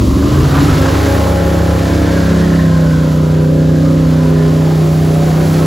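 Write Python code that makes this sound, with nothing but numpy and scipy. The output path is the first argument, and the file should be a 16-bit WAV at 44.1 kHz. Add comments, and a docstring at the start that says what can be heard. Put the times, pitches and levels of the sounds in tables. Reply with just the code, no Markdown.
"""Airboat leaving across floodwater

Heard from the shore: an airboat opens its throttle, revs up, eases to cruising and runs off.
A V8 with open pipes drones in multiples of its firing cycle and drives a geared three-blade propeller.
Exhaust gas roars in time with the cycle, the blades hiss, and their wash grows as the stern swings round.
Vehicles, walls and water scatter the sound to a stereo microphone, so single tones swell and fade."""
import sys
import numpy as np
from scipy import signal
from scipy.fft import rfft, irfft
from scipy.io import wavfile
from scipy.ndimage import uniform_filter1d, minimum_filter1d

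SR = 44100
rng = np.random.default_rng(int(sys.argv[2]) if len(sys.argv) > 2 else 0)


def wav_out(sig):
    """Save sig, one row per channel (or a flat mono array), as 16-bit PCM at SR to the path in sys.argv[1]."""
    wavfile.write(sys.argv[1], SR, np.round(np.clip(np.atleast_2d(sig).T, -1, 1) * 32767).astype(np.int16))


N = 249606
TIME = np.arange(N) / SR
FREQS = np.fft.rfftfreq(N, 1 / SR)

# Spread of the reflections over the stereo field. Each row: pitch in Hz, side against mid in dB.
WIDTH = [(60, -24), (180, -25), (380, -9.5), (650, -7), (1500, -5), (2000, -11), (2600, -98), (6500, -59),
         (8200, -72), (15000, -41)]
# Air and spray at the blade tips. Each row: pitch in Hz, relative density in dB per Hz.
HISS_COLOUR = [(700, -56), (1900, 2.5), (2700, 1), (3200, 2.5), (4300, 3), (5500, 0.5), (7000, 0),
               (9000, -2.5), (11000, -1), (13000, -3), (15500, -6.5)]
# Top of the hiss, duller while a parked vehicle hides the boat. 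Each row: time in seconds, gain in dB.
OPENNESS = [(0, -2.5), (.7, -5.5), (1.3, -1), (2.25, -7.5), (3.3, -5), (4.4, -5.5), (5, -1), (5.66, -0.5)]
# Low churn behind the propeller. Each row: pitch in Hz, relative density in dB per Hz.
CHURN_COLOUR = [(25, -48), (40, -25), (60, -8.5), (110, -17), (200, -24), (300, -20), (400, -20.5),
                (600, -32), (1500, -92)]
# Wash from the stern. Each row: pitch in Hz, relative density in dB per Hz.
WASH_COLOUR = [(350, -10), (720, 1), (1050, 0), (1600, -9), (2200, -8), (3500, -32)]
# Propeller tones in the wash. Each row: multiple of the blade rate, level in dB before wavering.
STERN_TONES = [(5, -33.5), (10, -36.5), (11, -39)]
# Overtones of the blades. Each row: multiple of the blade rate, base level in dB at full throttle,
# base level in dB when cruising.
BLADE_OVERTONES = [(3, -36.5, -31.5), (4, -28.5, -35), (5, -33.5, -34), (6, -34.5, -40.5), (7, -38, -43.5),
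                   (8, -35.5, -41), (9, -48, -49.5), (10, -38, -47), (11, -47, -59), (12, -46.5, -46.5)]
# Short swells of rasp, each in one band. Each row: time in seconds, centre in Hz, peak level in dB,
# width in seconds.
RASP_SWELLS = [(2.2, 1590, -31, 0.15), (2.55, 1870, -34.5, .14), (2.7, 1045, -34, 0.32),
               (2.95, 1520, -34.5, 0.11), (3.32, 990, -36, 0.21), (3.36, 1560, -38.5, .12),
               (3.72, 1620, -40.5, 0.21), (3.9, 1240, -35.5, 0.076), (4.28, 1004, -37, 0.19),
               (4.5, 1770, -42, 0.22), (4.68, 820, -34, 0.092), (5.3, 725, -32, 0.13),
               (5.6, 1320, -36, 0.15)]
# Turbulent exhaust jets. Each row: pitch in Hz, relative density in dB per Hz.
ROAR_COLOUR = [(150, 2.5), (330, -14), (480, 3.5), (580, 5), (700, 0.5), (1100, -27), (2500, -96)]
# Exhaust rasp. Each row: pitch in Hz, relative density in dB per Hz.
RASP_COLOUR = [(400, -3), (750, 5), (900, 2.5), (1020, 6.5), (1160, 2.5), (1300, 3.5), (1600, 1),
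               (2100, -5.5), (3000, -5.5), (6000, -23)]
# Bright band in the rasp that shifts in pitch and strength. Each row: time in seconds, centre in Hz,
# gain in dB.
GLARE = [(0, 1060, 15), (.6, 1230, 4), (1.2, 1900, 1.5), (2.2, 1710, 2.5), (2.6, 1720, 10),
         (3.3, 1222, 2.5), (5.66, 760, -2)]
# Load on engine and blades; roar and pipe tones swell with it too. Each row: time in seconds,
# base level of the rasp in dB, base level of the hiss in dB.
LOAD = [(0.03, -32, -33), (0.25, -26.5, -33), (0.5, -25, -29.5), (0.55, -19, -30.5), (0.62, -22, -27.5),
        (0.72, -22, -28.5), (1.1, -23, -29.5), (1.3, -24.7, -32.5), (1.59, -26.7, -33.5), (1.9, -26, -31.5),
        (2.33, -26.5, -31), (2.7, -30.5, -34.5), (3.3, -32, -37), (3.5, -35.5, -38.5), (4.21, -30, -35.5),
        (5.01, -34, -35), (5.58, -29.5, -32.5)]
# Orders sounded by uneven firing. Each row: multiple of the cycle, base level in dB at full throttle,
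# when cruising, and at the first stab of the throttle.
UNEVEN = [(2, -36, -32, -28), (3, -18, -25, -16), (4, -35, -52, -24), (6, -26, -24, -32),
          (7, -41, -43, -21), (10, -28, -34.5, -31), (11, -29.5, -25.5, -13.5), (12, -34.5, -38, -23),
          (13, -33, -23.5, -26), (14, -35, -39, -27), (15, -32, -42, -26), (17, -30.5, -38.5, -41),
          (18, -40, -30, -47.5), (19, -40, -39, -46), (20, -31.5, -42, -32), (21, -44, -38, -34),
          (23, -48, -53, -40), (25, -40, -45, -37)]
# Single orders swell or drop out as reflections reinforce or cancel them. Each row: time in seconds,
# multiple of the cycle, change in dB, width in seconds.
FADES = [(0.03, 15, 13, .05), (0.15, 11, -15, .022), (0.15, 7, 8, .05), (0.2, 11, 7, 0.082),
         (0.36, 11, -9, .04), (0.35, 13, 9, .07), (0.2, 9, -14, 0.1), (0.47, 9, -6, 0.073),
         (0.5, 8, -3, 0.22), (0.62, 9, 3.5, 0.069), (0.78, 8, 1, 0.1), (0.9, 6, -18, 0.13),
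         (1.0, 12, 10.5, 0.21), (1.02, 8, 3.5, 0.18), (1.3, 9, -16, 0.11), (1.4, 16, 5, 1),
         (1.5, 8, -4.5, 0.47), (1.95, 9, 3.5, 0.19), (2.15, 14, 6.5, 0.43), (2.35, 6, 6.5, 0.29),
         (2.42, 11, 6, 0.093), (2.95, 11, -8, 0.2), (2.42, 8, -7, 0.053), (2.55, 16, -4.5, 0.12),
         (2.68, 9, -3, 0.13), (2.85, 13, -33, 0.26), (3.8, 3, 2, 0.33), (3.88, 9, 5, 0.16),
         (3.9, 17, 10.5, 0.56), (3.95, 13, -8, 0.25), (4.35, 8, 2, 0.24), (4.37, 9, -9.5, 0.074),
         (4.35, 13, 3, 0.12), (4.8, 9, -5, 0.15), (4.85, 8, -2.5, 0.21), (4.5, 6, -14, 0.46),
         (4.7, 18, 5, 0.19), (4.9, 16, -18, 0.21), (5.2, 9, -4.5, 0.19), (5.4, 13, -10, 0.14),
         (5.4, 12, 10.5, 0.26)]
# The booming fifth order. Each row: time in seconds, base level in dB.
BOOM = [(0, -17), (.17, -30), (.38, -15), (.7, -20), (1, -27.5), (1.5, -19), (2, -21.5), (2.35, -15),
        (2.8, -12.5), (3.08, -15), (3.25, -14), (4.4, -13), (5.66, -14.3)]
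# The eight firings, the order that beats with them, and two overtones. Each row: multiple of the cycle,
# base level in dB at full throttle, when cruising, start of easing in seconds, dB per dB of rasp.
PIPE_TONES = [(8, -20.5, -20, 2.9, 0.47), (9, -25.5, -20.5, 2.8, 0.06), (16, -28, -27.5, 4.7, 0),
              (24, -31.5, -46, 1.44, 1)]
# Engine speed. Each row: time in seconds, engine cycles per second.
SPEED = [(0.0, 23.0), (0.09, 23.5), (0.28, 26.15), (0.5, 29.9), (0.72, 32.7), (0.88, 33.8), (1.06, 34.3),
         (1.2, 34.6), (1.8, 33.7), (2.18, 34.0), (2.32, 33.9), (2.61, 33.1), (2.92, 31.8), (3.1, 31.4),
         (3.53, 31.3), (4.0, 31.8), (4.96, 31.4), (5.66, 31.9)]

BLADE_ORDER = 3 * 2 / 2.685  # blade passes a cycle: three blades, two crank turns, reduction gear
BOOM_ORDER = 5  # multiple of the cycle
FULL_SPEED, CRUISE_SPEED = 34, 31.6  # engine cycles per s
USUAL_RASP_DB, USUAL_HISS_DB = -28, -32
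KICK_S, KICK_WIDTH_S = 0.19, 0.3  # the first stab of the throttle makes the pipes bark
CATCH_S, CATCH_TAKES_S = 0.63, 0.61  # combustion is ragged until the engine catches up with the throttle
RAGGED_REVVING, RAGGED_RUNNING = .7, .09  # roughness 0-1
BITE_S, BITE_TAKES_S = 0.77, 0.24  # the blades churn in stalled air until they bite
HIDDEN_S, HIDING_S = 1.5, 0.76  # the boat slips behind a parked vehicle
CLEAR_S, CLEARING_S = 4.1, 0.53  # and out again
EASE_S, EASE_TAKES_S = 2.02, 1.0  # the throttle eases back to cruising
STERN_S, STERN_TAKES_S = 4.2, 0.96  # the stern comes round toward the shore
LOW_DROP_S, LOW_DROP_TAKES_S = 4.62, 0.09  # the low end drops as the treble comes back
CRANK_JITTER, CRANK_JITTER_PER_S = .0015, 12  # rms cycles early or late, and how often that changes
PULSE_SCATTER = 0.45  # range in turns over which the exhaust orders stray from one pulse per cycle
CYCLE_THROB, BLADE_THROB, PUFF_SPREAD = .25, .1, .3  # depth of puffs and blade chop; how much puffs differ
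PORTS_FROM_HZ, PORT_DELAY_S = 7000, .000238  # above this pitch the two microphone ports drift out of phase
EDGE_HZ = 15800


def amp(db):
    """Decibels to gain."""
    return 10 ** (np.asarray(db) / 20)


def unit(x):
    """Scales to rms 1."""
    return x / np.sqrt(np.mean(x ** 2) + 1e-20)


def levelled(x):
    """Holds the slow level at rms 1."""
    return x / np.sqrt(abs(uniform_filter1d(x ** 2, size=8000)) + 1e-20)


def curve(rows, axis=1):
    """One column of a time table at every sample."""
    rows = np.asarray(rows)
    return np.interp(TIME, rows[:, 0], rows[:, axis])


def ramp(start_s, length_s):
    """Rises from 0 to 1 over length_s."""
    return np.clip((TIME - start_s) / length_s, 0, 1)


def bump(centre_s, width_s):
    """A smooth swell from 0 to 1 and back."""
    return np.exp(-((TIME - centre_s) / width_s) ** 2)


def colour(points, hz):
    """Gain of a spectrum at the given frequencies."""
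    f, db = np.transpose(points)
    return amp(np.interp(np.log(hz + 1), np.log(f), db))


def noise(points):
    """Noise of the given spectrum, rms 1."""
    white = rfft(rng.standard_normal(N))
    return unit(irfft(white * colour(points, FREQS), N))


def drift(rate):
    """Slow chance of rms 1 that changes about rate times a second."""
    size = 2048
    hz = np.fft.rfftfreq(size, N / SR / size)
    slow = irfft(rfft(rng.standard_normal(size)) / np.sqrt(1 + (hz / rate) ** 4), size)
    return np.interp(TIME, np.linspace(0, N / SR, size), unit(slow))


def tone(turns, sway, scatter=1):
    """A sine of rms 1 whose phase sways in the moving air; little scatter lines orders up into a pulse."""
    phase = turns + scatter * (rng.random() - .5)
    return np.sqrt(2) * np.cos(2 * np.pi * phase + sway * drift(rate=4.9))


def resonate(x, hz, width_hz):
    """A resonance of gain 1 that follows the curve hz."""
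    turn = np.exp(2j * np.pi * np.cumsum(hz) / SR)
    r = np.exp(-np.pi * width_hz / SR)
    # shift the band down to 0 Hz, smooth it, shift it back
    return 2 * (turn * signal.lfilter([1 - r], [1, -r], x / turn)).real


def surroundings(x, scatter_s=0.059):
    """Scattered reflections differ left and right; the top octave meets one microphone port first."""
    echoes = rfft(rng.standard_normal(N) * np.exp(-TIME / scatter_s))
    side = echoes / abs(echoes) * colour(WIDTH, FREQS)
    lead = np.exp(1j * np.pi * np.maximum(FREQS - PORTS_FROM_HZ, 0) * PORT_DELAY_S)
    return irfft(rfft(x) * np.array([(1 + side) / lead, (1 - side) * lead]), N)


def reflection_db(k):
    """What order k gains or loses against its own reflection."""
    return sum(db * bump(s, width_s) for s, order, db, width_s in FADES if round(order) == k)


def hiss(turns, hiss_db=3, chop=0.02, flutter_db=0.82, top_hz=7500):
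    """Air and spray torn by the blade tips; its body and its top flutter apart."""
    air = noise(HISS_COLOUR)
    top = irfft(rfft(air) * FREQS ** 4 / (FREQS ** 4 + top_hz ** 4), N)
    body = (air - top) * amp(flutter_db * drift(rate=24))
    top = top * amp(curve(OPENNESS) + flutter_db * drift(rate=6.2))
    beat = 1 + chop * np.cos(2 * np.pi * BLADE_ORDER * turns)
    return amp(curve(LOAD, axis=2) + hiss_db) * beat * (body + top)


def slipstream(speed, churn_db=-23.5, stall_db=6, cruise_db=-2.0, decade_db=20, drop_db=-1.5):
    """Low churn behind the propeller grows with speed and gains weight while the blades are stalled."""
    stalled = 1 - ramp(BITE_S, BITE_TAKES_S)
    level = churn_db + stall_db * stalled
    level += cruise_db * ramp(EASE_S, EASE_TAKES_S) + drop_db * ramp(LOW_DROP_S, LOW_DROP_TAKES_S)
    return amp(level + decade_db * np.log10(speed / FULL_SPEED)) * noise(CHURN_COLOUR)


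def puffs(turns):
    """A puff of gas in every cycle, each of its own strength, chopped by the blades; rms 1."""
    strength = (1 + PUFF_SPREAD * rng.standard_normal(N))[turns.astype(int)]
    puff = np.sin(np.pi * turns) ** 4
    chop = BLADE_THROB * np.cos(2 * np.pi * BLADE_ORDER * turns)
    return unit(1 + 1.5 * CYCLE_THROB * strength * puff + chop)


def stern(turns, wash_db=-32, chop=0.14, waver_db=3.5):
    """As the stern swings shoreward, the propeller's rough, surging wash and its overtones come through."""
    passes = BLADE_ORDER * turns
    surges = unit(amp(3 * np.tanh(drift(rate=18))))
    beat = 1 + chop * np.cos(2 * np.pi * passes)
    out = amp(wash_db) * noise(WASH_COLOUR) * surges * puffs(turns) * beat
    for order, db in STERN_TONES:
        out += amp(db + waver_db * drift(rate=4)) * tone(round(order) * passes, sway=0.8)
    return np.sqrt(ramp(STERN_S, STERN_TAKES_S)) * out


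def propeller(speed, turns, blade_db=-16.5, blade_cruise_db=-5.0, blade_drop_db=-4, octave_db=-31,
              octave_cruise_db=-5, octave_stall_db=18, decade_db=60, waver_db=2.0):
    """Blade-passing tones grow with tip speed and drop when cruising; stalled blades stress the octave.
    The overtones fall between the exhaust orders and beat with them into a coarse roar."""
    passes = BLADE_ORDER * turns
    tip_db = decade_db * np.log10(speed / FULL_SPEED)
    eased, dropped = ramp(EASE_S, EASE_TAKES_S), ramp(LOW_DROP_S, LOW_DROP_TAKES_S)
    stalled = 1 - ramp(BITE_S, BITE_TAKES_S)
    blade_level = blade_db + tip_db + blade_cruise_db * eased + blade_drop_db * dropped
    octave_level = octave_db + tip_db + octave_cruise_db * eased + octave_stall_db * stalled
    out = amp(blade_level) * tone(passes, sway=0.067)
    out += amp(octave_level) * tone(2 * passes, sway=0.03)
    for order, full_db, cruise_db in BLADE_OVERTONES:
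        level = (full_db + tip_db) * (1 - eased) + cruise_db * eased + waver_db * drift(rate=1.8)
        out += amp(level) * tone(round(order) * passes, sway=0.25)
    return out


def rasp_swells(turns, width_share=0.042, flutter_db=4):
    """Short swells of throbbing, fluttering rasp, each in one band."""
    gas, out = rfft(rng.standard_normal(N)), np.zeros(N)
    for s, hz, db, width_s in RASP_SWELLS:
        band = irfft(gas / (1 + ((FREQS - hz) / (width_share * hz)) ** 2), N)
        band = unit(band * amp(flutter_db * np.tanh(drift(rate=35))))
        out += amp(db) * bump(s, width_s) * band
    return out * puffs(turns)


def roar(turns, roar_db=-30, load_share=1.0, hidden_db=-7):
    """Turbulent exhaust jets under the drone swell with the load and sink while the boat is hidden."""
    hidden = ramp(HIDDEN_S, HIDING_S) - ramp(CLEAR_S, CLEARING_S)
    level = roar_db + load_share * (curve(LOAD, axis=2) - USUAL_HISS_DB) + hidden_db * hidden
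    return amp(level) * noise(ROAR_COLOUR) * puffs(turns)


def kick():
    """Strength of the first stab of the throttle, 0-1."""
    return bump(KICK_S, KICK_WIDTH_S)


def raggedness():
    """Roughness of the combustion, 0-1."""
    return RAGGED_REVVING + (RAGGED_RUNNING - RAGGED_REVVING) * ramp(CATCH_S, CATCH_TAKES_S)


def stumble(depth):
    """Irregular swings in the strength of one order, deeper while combustion is ragged."""
    ragged = depth * raggedness() * (1 - 0.5 * kick())
    return (1 + ragged * drift(rate=13.0)) / np.sqrt(1 + ragged ** 2)


def rasp(speed, turns, lines_db=-3.0, gas_db=-3.0, firing_db=2.5, fade_db=5.0, grain_db=3, sputter_db=-1.5,
         glare_width_hz=300):
    """High orders, those below 44 favouring multiples of the firing rate, in gas throbbing with the cycle."""
    glare_hz, glare = curve(GLARE, axis=1), amp(curve(GLARE, axis=2)) - 1
    lines = np.zeros(N)
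    for k in range(26, 70):
        near_firing = np.cos(2 * np.pi * k / 8) * (k < 44)
        level = amp(firing_db * near_firing + fade_db * drift(rate=5.3))
        level *= 1 + glare / (1 + (2 * (k * speed - glare_hz) / glare_width_hz) ** 2)
        lines += level * colour(RASP_COLOUR, k * speed) * tone(k * turns, sway=0.5)
    gas = noise(RASP_COLOUR)
    gas = gas + glare * resonate(gas, glare_hz, glare_width_hz)
    gas = levelled(gas) * amp(grain_db * np.tanh(drift(rate=220)))
    mix = amp(lines_db) * levelled(lines) + amp(gas_db) * gas
    sputter = sputter_db * raggedness() * drift(rate=34)
    return amp(curve(LOAD, axis=1) + sputter) * puffs(turns) * mix


def drone(turns, drone_db=0, fade_db=2.5, cruise_share=0.79, blunt_db=16):
    """Uneven firing within each bank sounds the remaining multiples of the cycle."""
    eased = cruise_share * ramp(EASE_S, EASE_TAKES_S)
    sharpness = -blunt_db * raggedness() ** 2
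    out = np.zeros(N)
    for order, full_db, cruise_db, kick_db in UNEVEN:
        k = round(order)
        upper = np.clip((k - 11) / 5, 0, 1)
        level = full_db + (cruise_db - full_db) * eased + upper * sharpness + reflection_db(k)
        level += (kick_db - level) * kick()
        level += fade_db * (1 + upper) / 2 * drift(rate=2.3)  # shorter waves fade more over the water
        voice = tone(k * turns, sway=0.013 * k, scatter=PULSE_SCATTER)
        out += amp(level + drone_db) * stumble(depth=0.59 + 3 * upper) * voice
    return out


def pipe_db(hz, centre_hz=276, width_hz=19, peak_db=14.0):
    """The main resonance of the exhaust pipes; each order swells as it sweeps through."""
    detune = (hz - centre_hz) / width_hz
    return peak_db / (1 + detune ** 4)


def pipe_swell_db(k, speed, kick_lift=0.14):
    """What order k gains from the pipe resonance while the engine is off its settled speed."""
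    settled = FULL_SPEED + (CRUISE_SPEED - FULL_SPEED) * ramp(EASE_S, EASE_TAKES_S)
    return pipe_db(k * speed) * (1 + kick_lift * kick()) - pipe_db(k * settled)


def firing(speed, turns, boom_db=3.0, boom_rough=0.52, bark_sway=0.25, choke_db=24, pipe_share=0.56,
           fade_db=1.23, kick_db=7, drop_db=-3):
    """The strongest exhaust tones: the boom, the eight firings of each cycle and their overtones."""
    boom = tone(BOOM_ORDER * turns, sway=0.023, scatter=PULSE_SCATTER)
    out = amp(curve(BOOM) + boom_db) * stumble(depth=boom_rough) * boom
    effort_db = curve(LOAD, axis=1) - USUAL_RASP_DB
    for order, full_db, cruise_db, ease_s, share in PIPE_TONES:
        k, eased = round(order), ramp(ease_s, EASE_TAKES_S)
        level = (full_db + share * effort_db) * (1 - eased) + cruise_db * eased
        level += pipe_share * pipe_swell_db(k, speed) + reflection_db(k) + fade_db * drift(rate=1.0)
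        if k < 16:
            level += kick_db * kick() + drop_db * ramp(LOW_DROP_S, LOW_DROP_TAKES_S)
            depth, sway = 0.83, 0.0045 * k
        else:  # ragged firing blunts the overtones
            level -= choke_db * raggedness() ** 2
            depth, sway = 2.2, bark_sway
        out += amp(level) * stumble(depth) * tone(k * turns, sway, scatter=PULSE_SCATTER)
    return out


def scene():
    """One engine speed drives the layers; the crank runs a little unevenly."""
    speed = curve(SPEED)
    turns = np.cumsum(speed) / SR + CRANK_JITTER * drift(rate=CRANK_JITTER_PER_S)
    air = hiss(turns) + slipstream(speed) + stern(turns) + propeller(speed, turns)
    exhaust = rasp_swells(turns) + roar(turns) + rasp(speed, turns) + drone(turns) + firing(speed, turns)
    return surroundings(air + exhaust)


def record(dry):
    """A fast limiter holds the peaks under full scale; then the band limit."""
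    ceiling = .96
    room = np.minimum(1, ceiling / (abs(dry).max(0) + 1e-9))
    held = dry * uniform_filter1d(minimum_filter1d(room, size=120), size=120)
    lowpass = signal.firwin(511, EDGE_HZ, window=("kaiser", 9), fs=SR)
    return signal.oaconvolve(held, lowpass[None], "same")


dry = scene()
out = record(dry)
wav_out(out)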